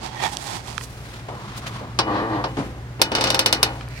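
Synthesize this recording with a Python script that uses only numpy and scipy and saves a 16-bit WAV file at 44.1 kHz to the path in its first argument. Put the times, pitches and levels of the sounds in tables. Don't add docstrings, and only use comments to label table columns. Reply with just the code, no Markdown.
import sys
import numpy as np
from scipy import signal
from scipy.fft import rfft, irfft
from scipy.io import wavfile
from scipy.ndimage import uniform_filter1d

SR = 44100
rng = np.random.default_rng(int(sys.argv[2]) if len(sys.argv) > 2 else 0)


def int16_out(signal):
    q = np.round(np.clip(np.atleast_2d(signal).T, -1, 1) * 32767)
    wavfile.write(sys.argv[1], SR, q.astype(np.int16))


N = 176400
RING_SAMPLES, PORT_LAG_S, TOP_HZ, GRIT_DB = 27000, 0.0002, 15900, 2.5

# freq_hz, coherence
PORT_COHERENCE = [(60, 0.9), (1000, 0.96), (2000, 0.16), (4000, 0.03), (10000, 0.2)]
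# cycle_multiple, level_db
HUM_HARMONICS = [(4, -46), (5, -51), (7, -47.5), (8, -41), (9, -46.5)]
# time_s, gain_db
HUM_SWELL = [(0, -6), (1.2, -0.5), (2.1, 1.5), (4, 4.5)]
# freq_hz, level_db
AIR_SPECTRUM = [(12, -67), (20, -45), (42, -2.5), (80, -6), (119, 0.5), (153, -6), (465, -14), (631, -16),
                (1870, -19.5), (3000, -27), (6360, -34), (15500, -47)]
# time_s, level_db, treble_db
RUB_STROKES = [(0.043, -32, -12), (.08, -37.5, -13), (.1, -41.5, -24), (.185, -40, -26), (.215, -34.5, -18),
               (0.236, -27.5, -9), (0.261, -29, -15), (0.305, -43.5, 1), (0.336, -37, 1.5),
               (0.359, -43, -7), (.425, -39.5, 1), (0.556, -32.5, -7.5), (.63, -49.5, -4.5),
               (0.684, -38, -5), (.78, -47, -2), (0.841, -48, 13.5), (.87, -64, 4)]
# freq_hz, level_db
RUB_SPECTRUM = [(180, -7.5), (300, -7), (354, -7), (509, -15.5), (808, -1), (1460, -12.5), (1810, -13.5),
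                (2440, -13), (4650, -11), (9140, -16), (15500, -33)]
# freq_hz, width_hz, level_db
SHELL_MODES = [(832, 130, -10), (1847, 130, -13), (2300, 150, -24), (3320, 84, -17.5)]
# time_s, gain_db
SHELL_DRIVE = [(.15, 3), (.26, 7.5), (.34, -5.5), (.8, -15)]
# start_s, level_db, pitch_ratio, ring_ratio, pan_db
TAP_HITS = [(.3702, -2.5, 2.5, .4, -14), (.7798, 0, 1, .75, -16), (.8105, -14, .8, 2, -8),
            (3.8105, -14.5, 1, 1.8, 3), (3.879, -20, .75, 1.8, 0), (3.887, -20.5, 3.6, .4, 4)]
# freq_hz, level_db, t60_s
PLASTIC_MODES = [(1280, -10, .011), (1750, -11, .007), (2400, -10, .009), (3150, -11, .008),
                 (3900, -15, .008), (5200, -21, .005)]
# time_s, level_db, treble_db
CLOTH_SWISHES = [(.85, -55.5, 21), (1.02, -48, 12.5), (1.15, -39.5, 2.5), (1.25, -51.5, 5),
                 (1.555, -38, -6), (1.577, -38, 17), (1.61, -43, 4), (1.661, -39.5, -8), (1.668, -26, 2),
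                 (1.7, -42, 3), (1.77, -36.5, -3), (1.86, -49.5, -18), (2.66, -50, 11), (2.9, -74, 12),
                 (3.75, -47, 9), (3.83, -40, -7)]
# freq_hz, level_db
CLOTH_SPECTRUM = [(300, -4), (1100, 2.5), (2000, -1), (4000, -3.5), (6500, -11.5), (10000, -17.5),
                  (15500, -28)]
# time_s, level_db
SEAT_LEVEL = [(1.25, -52), (1.35, -40), (1.68, -41.5), (1.75, -39), (1.82, -36), (1.9, -44.5), (2, -45)]
# freq_hz, level_db
SEAT_SPECTRUM = [(100, -15), (200, 6.5), (500, -12), (1100, 1.5), (1600, -12), (4000, -49)]
# start_s, level_db, treble_db, crack_db
KNOCK_HITS = [(1.285, -12, 0, 10.5), (1.812, -16, -14, 10.5), (2.569, -4.5, 0, 6.5),
              (2.585, -1.5, -1.5, -18), (2.748, -23.5, -23, 11.5)]
# freq_hz, crack_db, crack_t60_s, ring_db, ring_t60_s
PAD_BANDS = [(70, -60, .1, -30, 0.45), (168, -46, 0.17, -31, 0.6), (298, -33, 0.028, -30, 0.76),
             (696, -29, 0.32, -42, 0.44), (1460, -34, 0.071, -34.5, 0.48), (4500, -49, 0.072, -38, 0.23),
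             (13000, -68, .05, -74, .2)]
# start_s, level_db, treble_db, crack_db
LATCH_HITS = [(1.9888, -0.5, -3, -2.5), (2.4405, -2.5, -17, -9)]
# freq_hz, crack_db, crack_t60_s, ring_db, ring_t60_s
LATCH_BANDS = [(120, -34, .05, -34, 0.35), (322, -21.5, 0.062, -36, 0.58), (710, -16, 0.063, -19.5, 0.17),
               (1090, -7.5, 0.061, -15.5, 0.15), (1970, -41, .04, -27.5, 0.31),
               (3220, -20, 0.035, -14, 0.091), (5070, -6.5, 0.053, -11.5, 0.12),
               (6460, -16, 0.058, -38, 0.16), (15000, -52, .025, -59, .08)]
# freq_hz, struck_db, t60_s, rolled_db
FRAME_MODES = [(269, -31.5, 0.66, -69), (319.7, -25, 0.48, -34.5), (441.4, -28.5, 0.3, -62),
               (532.6, -29, 0.67, -61), (799, -30, 0.61, -60), (893, -23.5, 0.27, -67),
               (1047, -31.5, 0.51, -63), (1172, -39, 1, -34.5), (1298, -40.5, 0.65, -67),
               (1456, -38.5, 0.26, -66), (2440, -25, 0.28, -48), (2960, -22, 0.37, -52.5)]
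# time_s, turn_hz
ROLLER_SPEED = [(2.04, 110), (2.11, 100), (2.21, 102.5), (2.28, 116), (2.38, 97), (2.5, 110)]
# time_s, level_db
ROLL_LEVEL = [(2.045, -16), (2.08, -1), (2.12, -1), (2.245, -1), (2.28, -4), (2.345, -2.5), (2.41, -3),
              (2.44, -10), (2.5, -17), (2.54, -27)]
# freq_hz, level_db
RAIL_SPECTRUM = [(53, -37), (90, -19), (118, -2), (167, -9.5), (322, 0.5), (387, -12), (439, -2),
                 (656, -7.5), (718, -3.5), (1150, -6), (1360, -15.5), (1890, -12.5), (2220, -25.5),
                 (4360, -29), (7000, -54), (15400, -115)]
# time_s, treble_db
RAIL_RASP = [(2.06, -1), (2.17, 14), (2.27, -2), (2.35, 11.5), (2.43, -1)]
# start_s, level_db
THUD_HITS = [(2.571, -2.5), (2.585, 0)]
# pitch_hz, level_db, t60_s
PANEL_MODES = [(185, -30.5, 0.4), (241, -31, .3), (288, -20, 0.19), (355, -33, 0.1), (404, -20.5, 0.094)]
# start_s, level_db, treble_db, crack_db
RATCHET_HITS = [(2.9945, -1, -38, -16), (3.0157, -5.5, 3.5, 6), (3.1178, 1, -21, -4.5),
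                (3.1509, -1, -6, -5.5), (3.183, -4, -13.5, -15), (3.2098, -3.5, -4, -6.5),
                (3.2397, 0, -7, -4.5), (3.258, -12, -8, -16), (3.2712, -6, -2, -16), (3.3026, -5.5, -1, -1),
                (3.345, -2, -7, -0.5), (3.3919, -4.5, 1, 0.5), (3.4602, -1.5, -1.5, 0.5),
                (3.5266, -3.5, 0.5, 1), (3.6294, -4, 1, 4.5)]
# freq_hz, crack_db, crack_t60_s, ring_db, ring_t60_s
PAWL_BANDS = [(118, -49, .05, -51, 0.52), (300, -23.5, 0.058, -34, 0.53), (590, -15, 0.042, -35.5, 1),
              (930, -14.5, 0.049, -32.5, 0.84), (1950, -19.5, 0.06, -26, 0.36),
              (2810, -16.5, 0.034, -18, 0.09), (4100, -5.5, 0.028, -16.5, 0.15),
              (5500, -8.5, 0.034, -16, 0.11), (6700, -19, 0.03, -23.5, 0.11),
              (8850, -5.5, 0.021, -29.5, 0.15), (9750, -22.5, 0.069, -47, 0.19),
              (12800, -16, 0.051, -36, 0.18), (14100, -27, .025, -48, .08)]
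# freq_hz, width_hz, boost_db
PAWL_MODES = [(1458, 47, 7.5), (2570, 150, 9.5), (2940, 99, 11.5), (3670, 190, 6), (4340, 190, 5),
              (4760, 98, 6), (5100, 220, 5), (5730, 130, 10), (6700, 200, 3), (8060, 330, 2),
              (8960, 450, 3)]
# time_s, level_db
DRAG_LEVEL = [(3.115, -38), (3.18, -26), (3.29, -32), (3.55, -42), (3.69, -32), (3.75, -43.5)]
# freq_hz, level_db
DRAG_SPECTRUM = [(200, -14), (320, -7), (600, -5), (830, -1), (1450, -7), (2500, -17), (5000, -25),
                 (9000, -46)]
# time_s, level_db
SCRAPE_LEVEL = [(3.905, -47), (3.95, -43.5), (3.965, -40.5), (4, -40.5)]
# freq_hz, width_hz, level_db
SCRAPE_MODES = [(1970, 240, 0), (2380, 410, 2), (4100, 790, -2)]
# freq_hz, pan_db
MECHANISM_PAN = [(100, -0.5), (1100, 2.5), (2200, -1), (4300, 1), (6000, 0.5), (9000, 6), (13000, 3)]


def undb(db):
    return 10 ** (np.asarray(db) / 20)


def unit(x):
    return x / np.sqrt(np.mean(x ** 2))


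def envelope(rows, fade_s=.025):
    time_s, db = np.array(rows).T
    t = np.arange(N) / SR
    outside_s = np.abs(t - np.clip(t, time_s[0], time_s[-1]))
    return undb(np.interp(t, time_s, db)) * np.exp(-outside_s / fade_s)


def log_interp(f, hz, values):
    return np.interp(np.log(f + 1), np.log(hz), values)


def pan(db):
    return undb(np.vstack([db, -db]) / 2)


def wander(rate_hz):
    hold = max(int(SR / rate_hz), 2)
    steps = rng.standard_normal(N)[np.arange(N) // hold]
    return unit(uniform_filter1d(uniform_filter1d(steps, hold), hold))


def sine(cycles):
    return np.sin(2 * np.pi * (cycles + rng.random()))


def port_spectra(size):
    f = np.fft.rfftfreq(size, 1 / SR)
    white = rfft(rng.standard_normal((3, size)))
    shared = np.clip(log_interp(f, *np.array(PORT_COHERENCE).T), 0, 1)
    pair = np.sqrt(shared) * white[0] + np.sqrt(1 - shared) * white[1:]
    return pair * np.exp(-2j * np.pi * f * np.array([[0], [PORT_LAG_S]]))


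def tint(white, colour):
    f = np.fft.rfftfreq(N, 1 / SR)
    hz, db = np.array(colour).T
    low_cut = 1 / np.sqrt(1 + (hz[0] / (f + 1)) ** 6)
    return unit(irfft(white * undb(log_interp(f, hz, db)) * low_cut, N))


def noise(colour):
    return tint(port_spectra(N), colour)


def resonate(x, modes):
    return sum(undb(db) * unit(signal.lfilter(*signal.iirpeak(hz, hz / width_hz, fs=SR), x))
               for hz, width_hz, db in modes)


def brighten(x, rows, corner_hz):
    treble = signal.sosfiltfilt(signal.butter(1, corner_hz, "high", fs=SR, output="sos"), x)
    return x + treble * (envelope(rows) - 1)


def add(out, start_s, x):
    i = int(start_s * SR)
    out[:, i:i + x.shape[1]] += x[:, :N - i]


def background(cycle_hz=14.82, drift=0.003, waver_db=2, air_db=-39.5):
    cycles = np.cumsum(cycle_hz * (1 + drift * wander(2.9))) / SR
    hum = sum(undb(db + waver_db * wander(7.37)) * np.sqrt(2) * sine(k * cycles)
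              for k, db in HUM_HARMONICS)
    return hum * envelope(HUM_SWELL) + undb(air_db) * noise(AIR_SPECTRUM)


def fingers(catches_per_s=1300, spread_db=2.5, catch_share=.55, gain_db=2.5, pan_db=-11.5):
    strokes = np.array(RUB_STROKES)
    catches = (rng.random(N) < catches_per_s / SR) * undb(spread_db * rng.standard_normal(N))
    catches = unit(catches * rng.choice([-1, 1], (2, N)))
    slide = unit(rng.standard_normal((2, N)) * undb(GRIT_DB * wander(1500)))
    force = np.sqrt(catch_share) * catches + np.sqrt(1 - catch_share) * slide
    shell = resonate(force, SHELL_MODES) * envelope(SHELL_DRIVE)
    scratch = brighten(tint(rfft(force), RUB_SPECTRUM), strokes[:, [0, 2]], corner_hz=5000)
    return (scratch + shell) * envelope(strokes[:, :2]) * undb(gain_db) * pan(pan_db)


def taps(snap_db=-17, snap_s=.0007, base_low_hz=1000, base_high_hz=6500):
    out, t = np.zeros((2, N)), np.arange(SR // 20) / SR
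    for start_s, level_db, pitch, ring, pan_db in TAP_HITS:
        modes = sum((hz * pitch < TOP_HZ) * undb(db - 60 * t / (t60_s * ring)) * sine(hz * pitch * t)
                    for hz, db, t60_s in PLASTIC_MODES)
        hiss = uniform_filter1d(rng.standard_normal((2, len(t))), size=3)
        snap = undb(snap_db) * np.exp(-t / snap_s) * hiss
        highpass = signal.butter(4, base_low_hz * pitch, "high", fs=SR, output="sos")
        lowpass = signal.butter(2, min(base_high_hz * np.sqrt(pitch), TOP_HZ), fs=SR)
        tick = signal.lfilter(*lowpass, signal.sosfilt(highpass, modes + snap))
        add(out, start_s, undb(level_db) * tick * pan(pan_db) / 2)
    return out


def clothes(grain_db=1.5):
    swishes = np.array(CLOTH_SWISHES)
    brush = brighten(noise(CLOTH_SPECTRUM), swishes[:, [0, 2]], corner_hz=8500)
    shuffle = noise(SEAT_SPECTRUM) * envelope(SEAT_LEVEL)
    return (brush * envelope(swishes[:, :2]) + shuffle) * unit(undb(grain_db * wander(150)))


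def attack_noise(t, early_s=0.0096, smooth_hz=200):
    white = port_spectra(len(t))
    early_power = np.abs(rfft(irfft(white, len(t)) * np.exp(-t / early_s))) ** 2
    smoothed = uniform_filter1d(early_power, int(smooth_hz * len(t) / SR))
    return irfft(white * np.sqrt(early_s * SR / 2 / smoothed), len(t))


def strikes(hits, body, frame_db=None, peaks=(), contact_s=0.00017, treble_hz=2390):
    out, t = np.zeros((2, N)), np.arange(RING_SAMPLES) / SR
    f = np.fft.rfftfreq(RING_SAMPLES, 1 / SR)
    attack = attack_noise(t)
    share = .85 * np.exp(-t / .03)
    band_hz, crack_db, crack_t60_s, ring_db, ring_t60_s = np.array(body).T[:, :, None]
    bands = np.array([log_interp(f, band_hz[:, 0], row) for row in np.eye(len(body))])
    bands *= np.sqrt(SR / 2 / np.log(2) / (f + 1) / (1 + (band_hz[0] / (f + 1)) ** 6))
    bands *= undb(sum(db * np.exp(-2 * ((f - hz) / width_hz) ** 2) for hz, width_hz, db in peaks))
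    crack = undb(crack_db - 60 * t / crack_t60_s)
    ring = undb(ring_db - 60 * t / ring_t60_s)
    mode_hz, mode_db, mode_t60_s, _ = np.array(FRAME_MODES).T[:, :, None]
    modes = undb(mode_db - 60 * t / mode_t60_s) * np.exp(2j * np.pi * mode_hz * t)
    phase = rng.random((len(FRAME_MODES), 1)) - mode_hz * np.array([0, PORT_LAG_S])
    for start_s, level_db, treble_db, extra_crack_db in hits:
        tilt = lambda hz: undb(treble_db * hz ** 2 / (hz ** 2 + treble_hz ** 2))
        fresh = irfft(port_spectra(RING_SAMPLES), RING_SAMPLES)
        spectrum = rfft(np.sqrt(share) * attack + np.sqrt(1 - share) * fresh)
        decay = np.hypot(crack * undb(extra_crack_db), ring)
        blow = (irfft(spectrum[:, None] * bands, RING_SAMPLES) * decay * tilt(band_hz)).sum(1)
        if frame_db is not None:
            weights = np.exp(2j * np.pi * phase) * tilt(mode_hz)
            blow += undb(frame_db) * (weights.T @ modes).imag
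        add(out, start_s, undb(level_db) * blow * (1 - np.exp(-t / contact_s)))
    return out


def knocks():
    return strikes(KNOCK_HITS, PAD_BANDS)


def latch():
    return strikes(LATCH_HITS, LATCH_BANDS, frame_db=-3.5)


def whirr(jitter=0.0024):
    out, t = np.zeros((2, N)), np.arange(N) / SR
    moving = (t > ROLL_LEVEL[0][0]) & (t < ROLL_LEVEL[-1][0])
    turn_hz = (np.interp(t, *np.array(ROLLER_SPEED).T) * (1 + jitter * wander(40.04)))[moving]
    turns = np.cumsum(turn_hz) / SR - turn_hz * np.array([[0], [PORT_LAG_S]])
    rail = np.array(RAIL_SPECTRUM).T
    buzz = sum(undb(log_interp(k * turn_hz, *rail)) * sine(k * turns) for k in range(1, 21))
    out[:, moving] = unit(buzz)
    return out


def rolling(rough_db=0.5, rumble_db=-26.5, whirr_db=-24):
    bumps = undb(rough_db * wander(110))
    force = noise([(100, 0), (9000, 0)]) * bumps
    modes = [(hz, 2 * np.log(1000) / np.pi / t60_s, db) for hz, _, t60_s, db in FRAME_MODES]
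    frame = resonate(force, modes)
    rumble = brighten(unit(noise(RAIL_SPECTRUM) * bumps), RAIL_RASP, corner_hz=3000)
    return (undb(rumble_db) * rumble + frame + undb(whirr_db) * whirr()) * envelope(ROLL_LEVEL)


def thud(octave_drop_s=0.48, rise_s=0.002):
    out, t = np.zeros((2, N)), np.arange(RING_SAMPLES) / SR
    slowed_s = octave_drop_s * np.log1p(t / octave_drop_s)
    for start_s, level_db in THUD_HITS:
        boom = sum(undb(db - 60 * t / t60_s) * sine(hz * slowed_s) for hz, db, t60_s in PANEL_MODES)
        add(out, start_s, (undb(level_db) * boom * (1 - np.exp(-t / rise_s)))[None])
    return out


def ratchet(rebound_s=.023, chatter_db=4, chatter_hz=260):
    rebounds = [(start_s + rebound_s * (1 + .1 * rng.standard_normal()), db - 6, treble_db - 17, -19)
                for start_s, db, treble_db, _ in RATCHET_HITS[1:]]
    drag = unit(noise(DRAG_SPECTRUM) * undb(chatter_db * wander(chatter_hz))) * envelope(DRAG_LEVEL)
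    return strikes(RATCHET_HITS + rebounds, PAWL_BANDS, frame_db=-3.5, peaks=PAWL_MODES) + drag


def scrape(pan_db=-5):
    slips = rng.standard_normal((2, N)) * undb(GRIT_DB * wander(400))
    return unit(resonate(slips, SCRAPE_MODES)) * envelope(SCRAPE_LEVEL) * pan(pan_db)


def scene():
    mechanism = ratchet() + latch() + knocks() + thud() + rolling()
    pan_db = log_interp(np.fft.rfftfreq(N, 1 / SR), *np.array(MECHANISM_PAN).T)
    placed = irfft(rfft(mechanism) * pan(pan_db), N)
    return placed + fingers() + scrape() + taps() + clothes() + background()


def record(dry):
    soft = dry / (1 + dry ** 6) ** (1 / 6)
    return signal.sosfilt(signal.ellip(8, .2, 70, TOP_HZ, fs=SR, output="sos"), soft)


dry = scene()
out = record(dry)
int16_out(out)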